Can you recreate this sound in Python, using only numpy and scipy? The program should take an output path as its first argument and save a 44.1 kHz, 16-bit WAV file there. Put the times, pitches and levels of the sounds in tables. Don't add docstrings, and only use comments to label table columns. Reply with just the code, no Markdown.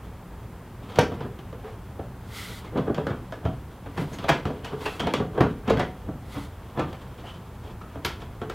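import sys
import numpy as np
from scipy import signal
from scipy.fft import rfft, irfft, next_fast_len
from scipy.io import wavfile
from scipy.ndimage import uniform_filter1d, map_coordinates

SR = 44100
rng = np.random.default_rng(int(sys.argv[2]) if len(sys.argv) > 2 else 0)


def dump_mix(stems):
    frames = np.atleast_2d(stems).T
    limited = np.clip(frames, -1, 1)
    pcm = np.round(limited * 32767).astype(np.int16)
    wavfile.write(sys.argv[1], SR, pcm)


N = 376613

# frequency in Hz, relative level in dB.
RUMBLE_COLOUR = [(15, -47), (25, -2), (103, -1.5), (129, -2.5), (151, -12.5), (180, -6.5), (280, -16),
                 (313, -17), (382, -16.5), (622, -21), (711, -21), (948, -20.5), (2010, -32), (3350, -39.5),
                 (5000, -49.5), (6500, -68), (11000, -120)]
# frequency in Hz, t60 in seconds.
GARAGE_T60 = [(100, 0.35), (220, 0.49), (450, 0.37), (800, 0.28), (1500, 0.29), (4000, 0.28), (12000, 0.22)]
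# frequency in Hz, gain in dB.
GARAGE_GAIN = [(100, 2), (500, -4.5), (1500, -1), (4000, -2), (7000, -3), (14000, -9)]
# frequency in Hz, gain in dB.
COVER_COLOUR = [(60, -0.5), (140, 4.5), (450, -5), (1200, -7), (2000, -16.5), (3300, -13.5), (4300, -24),
                (7000, -33), (10000, -39), (15500, -42)]
# centre in Hz, width in Hz, height in dB.
COVER_MODES = [(143.8, 15, 5.5), (270, 65, 2.5), (433.6, 39, 5.5), (492, 38, 5), (740, 6.3, 5.5),
               (972, 85, 3.5), (1175, 18, 3), (1330, 44, 1.5), (2020, 55, 2.5), (2360, 37, 2),
               (2580, 32, 2.5), (3230, 320, 3), (4480, 110, 4)]
# start in seconds, length in seconds, relative creak level in dB.
PULLS = [(0.9, 0.22, -36.5), (2.5, 0.49, -42.5), (3.95, 0.62, -40), (4.73, 0.27, -38), (5.35, 0.16, -42.5),
         (6.68, 0.54, -43), (7.35, 0.76, -46), (8.2, 0.071, -41.5)]
# peak time and length in seconds, relative level in dB.
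SCUFFS = [(2.37, 0.22, -43.5), (4.012, 0.013, -51.5), (4.138, 0.008, -54), (4.84, 0.13, -50.5),
          (6.335, 0.12, -51.5)]
# frequency in Hz, relative level in dB.
SCUFF_COLOUR = [(300, 5), (900, 1), (1400, 14.5), (1700, 4), (2050, 16.5), (2500, 4.5), (3300, 11),
                (4900, 4.5), (5600, 1), (11000, -1.5), (14000, -4), (15500, -8)]
# start and length in seconds, relative level in dB, squeak in Hz.
DRAGS = [(0.918, 0.013, -46.5, 3320), (1.627, 0.077, -38.5, 435), (2.636, 0.061, -52, 2120),
         (4.127, 0.026, -44.5, 6500), (4.282, 0.0098, -21.5, 975), (4.81, 0.03, -46, 900),
         (4.852, 0.025, -30, 2680), (4.993, 0.02, -29, 3220), (7.233, 0.032, -42, 725),
         (7.246, 0.08, -44.5, 3040), (7.809, 0.017, -41.5, 1290)]
# frequency in Hz, gain in dB.
CREAK_COLOUR = [(80, -20), (350, 2.5), (3000, -1.5), (8000, 4.0)]
DRAG_COLOUR = [(150, -16), (500, 10.5), (1200, 7.5), (4000, -3.5), (12000, -15)]
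# frequency in Hz, relative level in dB.
PIN_COLOUR = [(1000, -26), (2300, -24), (3200, 0), (4000, 5), (5200, 8), (6300, -27), (8300, 1),
              (10000, -3), (13500, 2), (15500, -13)]
# lower edge in Hz, upper edge in Hz.
KNOCK_BANDS = [(60, 280), (280, 700), (700, 1700), (1700, 4500), (4500, 15500)]
# usual offset in dB, dB gained per dB of hardness.
HARDNESS_TILT = [(0, 0), (-4.5, 0.4028), (-12.5, 1), (-24, 1.3017)]
# time, rise and chatter t60 in seconds, ring of the struck spot in Hz,
# body level in dB, hardness in dB, heave of the whole panel in dB above the body.
CONTACTS = [(0.957,.001,.055,740,-45,14,0), (0.971,.0045,0.072,330,-35,0,2),
            (0.986,0.0003,0.017,794,-16.5,-4,-12), (0.989,0.00034,.036,5540,-33.5,18.5,9),
            (1.117,.003,.1,340,-36.5,-3.5,2.5), (1.204,0.0087,.056,480,-35.5,-0.5,-0.5),
            (1.248,0.0028,0.078,380,-37.5,-9,0), (1.388,.0012,0.056,855,-48.5,8.5,2),
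            (1.526,.002,.052,550,-41,-6,-10), (1.991,0.0027,.055,735,-35,-13,-3.5),
            (2.752,.007,0.14,420,-27,-18,-2), (2.772,0.0052,0.07,1060,-30.5,0,0),
            (2.876,0.0028,0.032,405,-28,-15,-1.5), (2.895,0.0023,0.051,410,-25.5,-22,-7),
            (2.945,.0005,.056,440,-44.5,12,-5), (2.980,.0016,0.032,425,-27,-7.5,-2),
            (3.067,0.00026,.068,1360,-30,0,-5), (3.102,0.0068,0.056,344,-33.5,-3.5,2.5),
            (3.322,.0004,0.082,1650,-37.5,3,-15), (3.451,.0033,0.057,690,-30,-2.5,6),
            (3.859,.0016,0.056,290,-41.5,-1.5,-6), (3.974,.005,0.081,2070,-32.5,5,3),
            (4.012,.0025,0.045,287,-36,-7,3.5), (4.115,.0027,0.073,293,-43.5,-9,4),
            (4.185,0.0016,0.084,526,-44,12.5,3.5), (4.24,0.0027,0.046,1150,-33,4,-6),
            (4.288,0.0025,0.11,2580,-21,9.5,-3.5), (4.453,0.0013,.06,330,-30.5,0.5,3),
            (4.502,.003,0.028,438,-31.5,-28,-14), (4.644,0.0043,0.12,2970,-42,14.5,-12),
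            (4.725,.005,0.05,430,-31.5,-13,-3.5), (4.858,.003,0.055,2530,-30.5,7,-20),
            (5.0,.0016,.062,1300,-32.5,6.5,-1), (5.032,.006,.05,920,-35.5,-6,6),
            (5.069,0.0027,0.034,900,-27,3.5,-10), (5.137,.0005,0.038,1140,-26.5,8.5,-6),
            (5.2,0.0014,.055,430,-26,-11,1), (5.374,0.0074,.09,413,-23.5,-9.5,-10),
            (5.405,0.0015,0.073,417,-18,-3,-.5), (5.675,0.0053,0.088,453,-28,1,3),
            (5.697,0.0046,0.063,465,-28.5,7.5,-3), (5.703,0.00084,0.031,460,-18,-28,-8.5),
            (5.77,.0009,0.1,1470,-33,2,8), (5.793,.0065,0.069,1850,-26,5.5,-6),
            (6.086,0.0062,0.031,297,-35,-16,3.5), (6.366,0.006,0.018,298,-36,-2,2.5),
            (6.773,.0011,0.094,1160,-34,-4,4.5), (6.792,0.0052,0.045,1170,-26,0.5,-2),
            (6.927,.002,.055,900,-43.5,7,-8), (7.955,0.0023,.042,307,-39,-7,-3.5),
            (8.048,0.00034,.066,1380,-34,17,-5), (8.219,.0015,0.047,3340,-49,9.5,4),
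            (8.415,.0006,0.07,430,-33.5,-2,-4), (8.497,.0006,.052,1310,-38,9,-17)]


def amp(db):
    return 10 ** (np.asarray(db) / 20)


def unit(x):
    return x / np.sqrt(np.mean(x ** 2) + 1e-20)


def along(points, hz):
    point_hz, values = np.transpose(points)
    return np.interp(np.log(hz + 1), np.log(point_hz + 1), values)


def add(track, s, sound):
    start = round(s * SR)
    track[start:start + len(sound)] += sound[:len(track) - start]


def coloured(x, gain_db):
    size = 2 * next_fast_len(len(x) // 2 + 2048)
    cepstrum = irfft(np.log(amp(gain_db(np.fft.rfftfreq(size, 1 / SR)))))
    cepstrum[1:size // 2] *= 2
    cepstrum[size // 2 + 1:] = 0
    return irfft(rfft(x, size) * np.exp(rfft(cepstrum)))[:len(x)]


def bump(hz, centre, width, db):
    return db / (1 + (2 * (hz - centre) / width) ** 2)


def grit(size, spread_db):
    return unit(rng.standard_normal(size) * amp(spread_db * rng.standard_normal(size)))


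def swells(rows, rise, fall, sag=0):
    t = np.arange(N) / SR
    gain = np.zeros(N)
    for s, length, db in rows:
        before, after = np.maximum(s - t, 0), np.maximum(t - s - length, 0)
        held = np.clip(t - s, 0, length)
        gain += amp(db - rise * before - sag * held - fall * after)
    return gain


def town_rumble(level_db=-39.5):
    return amp(level_db) * unit(coloured(rng.standard_normal(N), lambda hz: along(RUMBLE_COLOUR, hz)))


def in_garage(x, build_s=0.0045):
    direct = np.pad(x, (0, SR // 2))
    hz, t, spectrum = signal.stft(direct, SR, nperseg=256)
    age = t[t < .5]
    decay = (amp(-60 * age / along(GARAGE_T60, hz)[:, None]) * (1 - np.exp(-age / build_s))) ** 2
    decay /= decay.sum(axis=1, keepdims=True)
    energy = uniform_filter1d(np.abs(spectrum) ** 2, size=9, axis=0)
    lingering = signal.fftconvolve(energy, decay, axes=1)[:, :len(t)]
    noise = signal.stft(rng.standard_normal(len(direct)), SR, nperseg=256)[2]
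    diffuse = noise / np.std(noise) * np.sqrt(np.abs(lingering)) * amp(along(GARAGE_GAIN, hz))[:, None]
    tail = signal.istft(diffuse, SR, nperseg=256)[1][:len(direct)]
    return (direct + tail)[:N]


def cover(hz):
    return along(COVER_COLOUR, hz) + sum(bump(hz, *mode) for mode in COVER_MODES)


def creaks(per_second=50, spread_db=3, slip_t60=0.064, held_db=-51, gain_db=-8):
    starts = (rng.random(N) < per_second / SR) * amp(spread_db * rng.standard_normal(N))
    t = np.arange(SR // 5) / SR
    slip = t * amp(-60 * t / slip_t60)
    rubbing = signal.fftconvolve(starts, slip)[:N] * rng.standard_normal(N)
    rung = coloured(in_garage(rubbing), lambda hz: cover(hz) + along(CREAK_COLOUR, hz))
    strain = np.hypot(amp(held_db), swells(PULLS, rise=90, fall=110))
    return unit(rung) * strain * amp(gain_db)


def soft_scuffs(gain_db=5):
    hiss = unit(coloured(grit(N, spread_db=3.5), lambda hz: along(SCUFF_COLOUR, hz)))
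    return amp(gain_db) * hiss * swells(SCUFFS, rise=201, sag=32, fall=330)


def scrapes(width_share=0.14, squeak_db=18, gain_db=-2):
    out = np.zeros(N)
    for s, length, db, squeak_hz in DRAGS:
        def colour(hz):
            squeak = bump(hz, squeak_hz, width_share * squeak_hz, squeak_db)
            roll_off = 10 * np.log10(1 + (hz / (2 * squeak_hz)) ** 2)
            return along(DRAG_COLOUR, hz) + squeak - roll_off

        size = round(length * SR)
        drag = rng.standard_normal(size) * signal.windows.tukey(size, .5)
        chirp = coloured(in_garage(drag), colour)
        add(out, s, amp(db + gain_db) * chirp / np.std(chirp[:size]))
    return out


def push_pin(start_s=8.047, length_s=0.018, level_db=-38):
    out, size = np.zeros(N), round(length_s * SR)
    ribs = grit(size, spread_db=9) * signal.windows.tukey(size, .3)
    rasp = coloured(in_garage(ribs), lambda hz: along(PIN_COLOUR, hz))
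    add(out, start_s, amp(level_db) * rasp / np.std(rasp[:size]))
    return out


def struck_spot(hz, ring_hz, ring_db=7, ring_share=.17, uneven_db=2.5, spacing_hz=22, widen_hz=3000):
    mode_number = widen_hz / spacing_hz * np.log1p(hz / widen_hz)
    strengths = map_coordinates(rng.standard_normal(1024), [mode_number], mode='wrap')
    return bump(hz, ring_hz, ring_share * ring_hz, ring_db) + uneven_db * strengths


def band_levels(db, hardness_db, heave_db):
    return [db + heave_db] + [db + usual_db + tilt * hardness_db for usual_db, tilt in HARDNESS_TILT]


def knocks(flex_db=-13, flex_per_rise=24, bright_share=0.51, bright_db=3, dull_hz=2500, lead_s=.04):
    out = np.zeros(N)
    t = np.arange(SR // 6) / SR - lead_s
    after, attack = np.maximum(t, 0), np.flatnonzero((t > 0) & (t < lead_s))
    bands = [signal.butter(3, edges, 'bandpass', fs=SR, output='sos') for edges in KNOCK_BANDS]
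    dull = signal.butter(2, dull_hz, fs=SR, output='sos')
    for s, rise, chatter_t60, ring_hz, body_db, hardness_db, heave_db in CONTACTS:
        onset = 1 - np.exp(-after / rise)
        flex = amp(flex_db - 60 * np.abs(t) / (flex_per_rise * rise))
        chatter = onset * amp(-60 * after / chatter_t60)
        rattle = signal.sosfilt(dull, grit(len(t), spread_db=6.5)) * (flex + chatter)
        bright_decay = amp(bright_db - 60 * after / (bright_share * chatter_t60))
        sharp = grit(len(t), spread_db=4.5) * onset * bright_decay
        blow = coloured(in_garage(rattle + sharp), lambda hz: cover(hz) + struck_spot(hz, ring_hz))
        for band, db in zip(bands, band_levels(body_db, hardness_db, heave_db)):
            part = signal.sosfilt(band, blow)
            add(out, s - lead_s, amp(db) * part / np.std(part[attack]))
    return out


def scene():
    sound = knocks() + push_pin() + creaks() + soft_scuffs() + scrapes() + town_rumble()
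    return np.array([sound, sound])


def record(dry, hiss_db=-63.5, own_db=-63, own_hz=3600, low_cut_hz=40, top_hz=15830):
    treble = signal.butter(6, own_hz, 'highpass', fs=SR, output='sos')
    own_hiss = signal.sosfilt(treble, rng.standard_normal((2, N)))
    heard = dry + amp(hiss_db) * rng.standard_normal(N) + amp(own_db) * own_hiss
    size = next_fast_len(N + SR // 2)
    hz = np.fft.rfftfreq(size, 1 / SR)
    passband = hz ** 3 / np.sqrt(hz ** 6 + low_cut_hz ** 6) * (hz < top_hz)
    return irfft(rfft(heard, size) * passband, size)[:, :N]


dry = scene()
out = record(dry)
dump_mix(out)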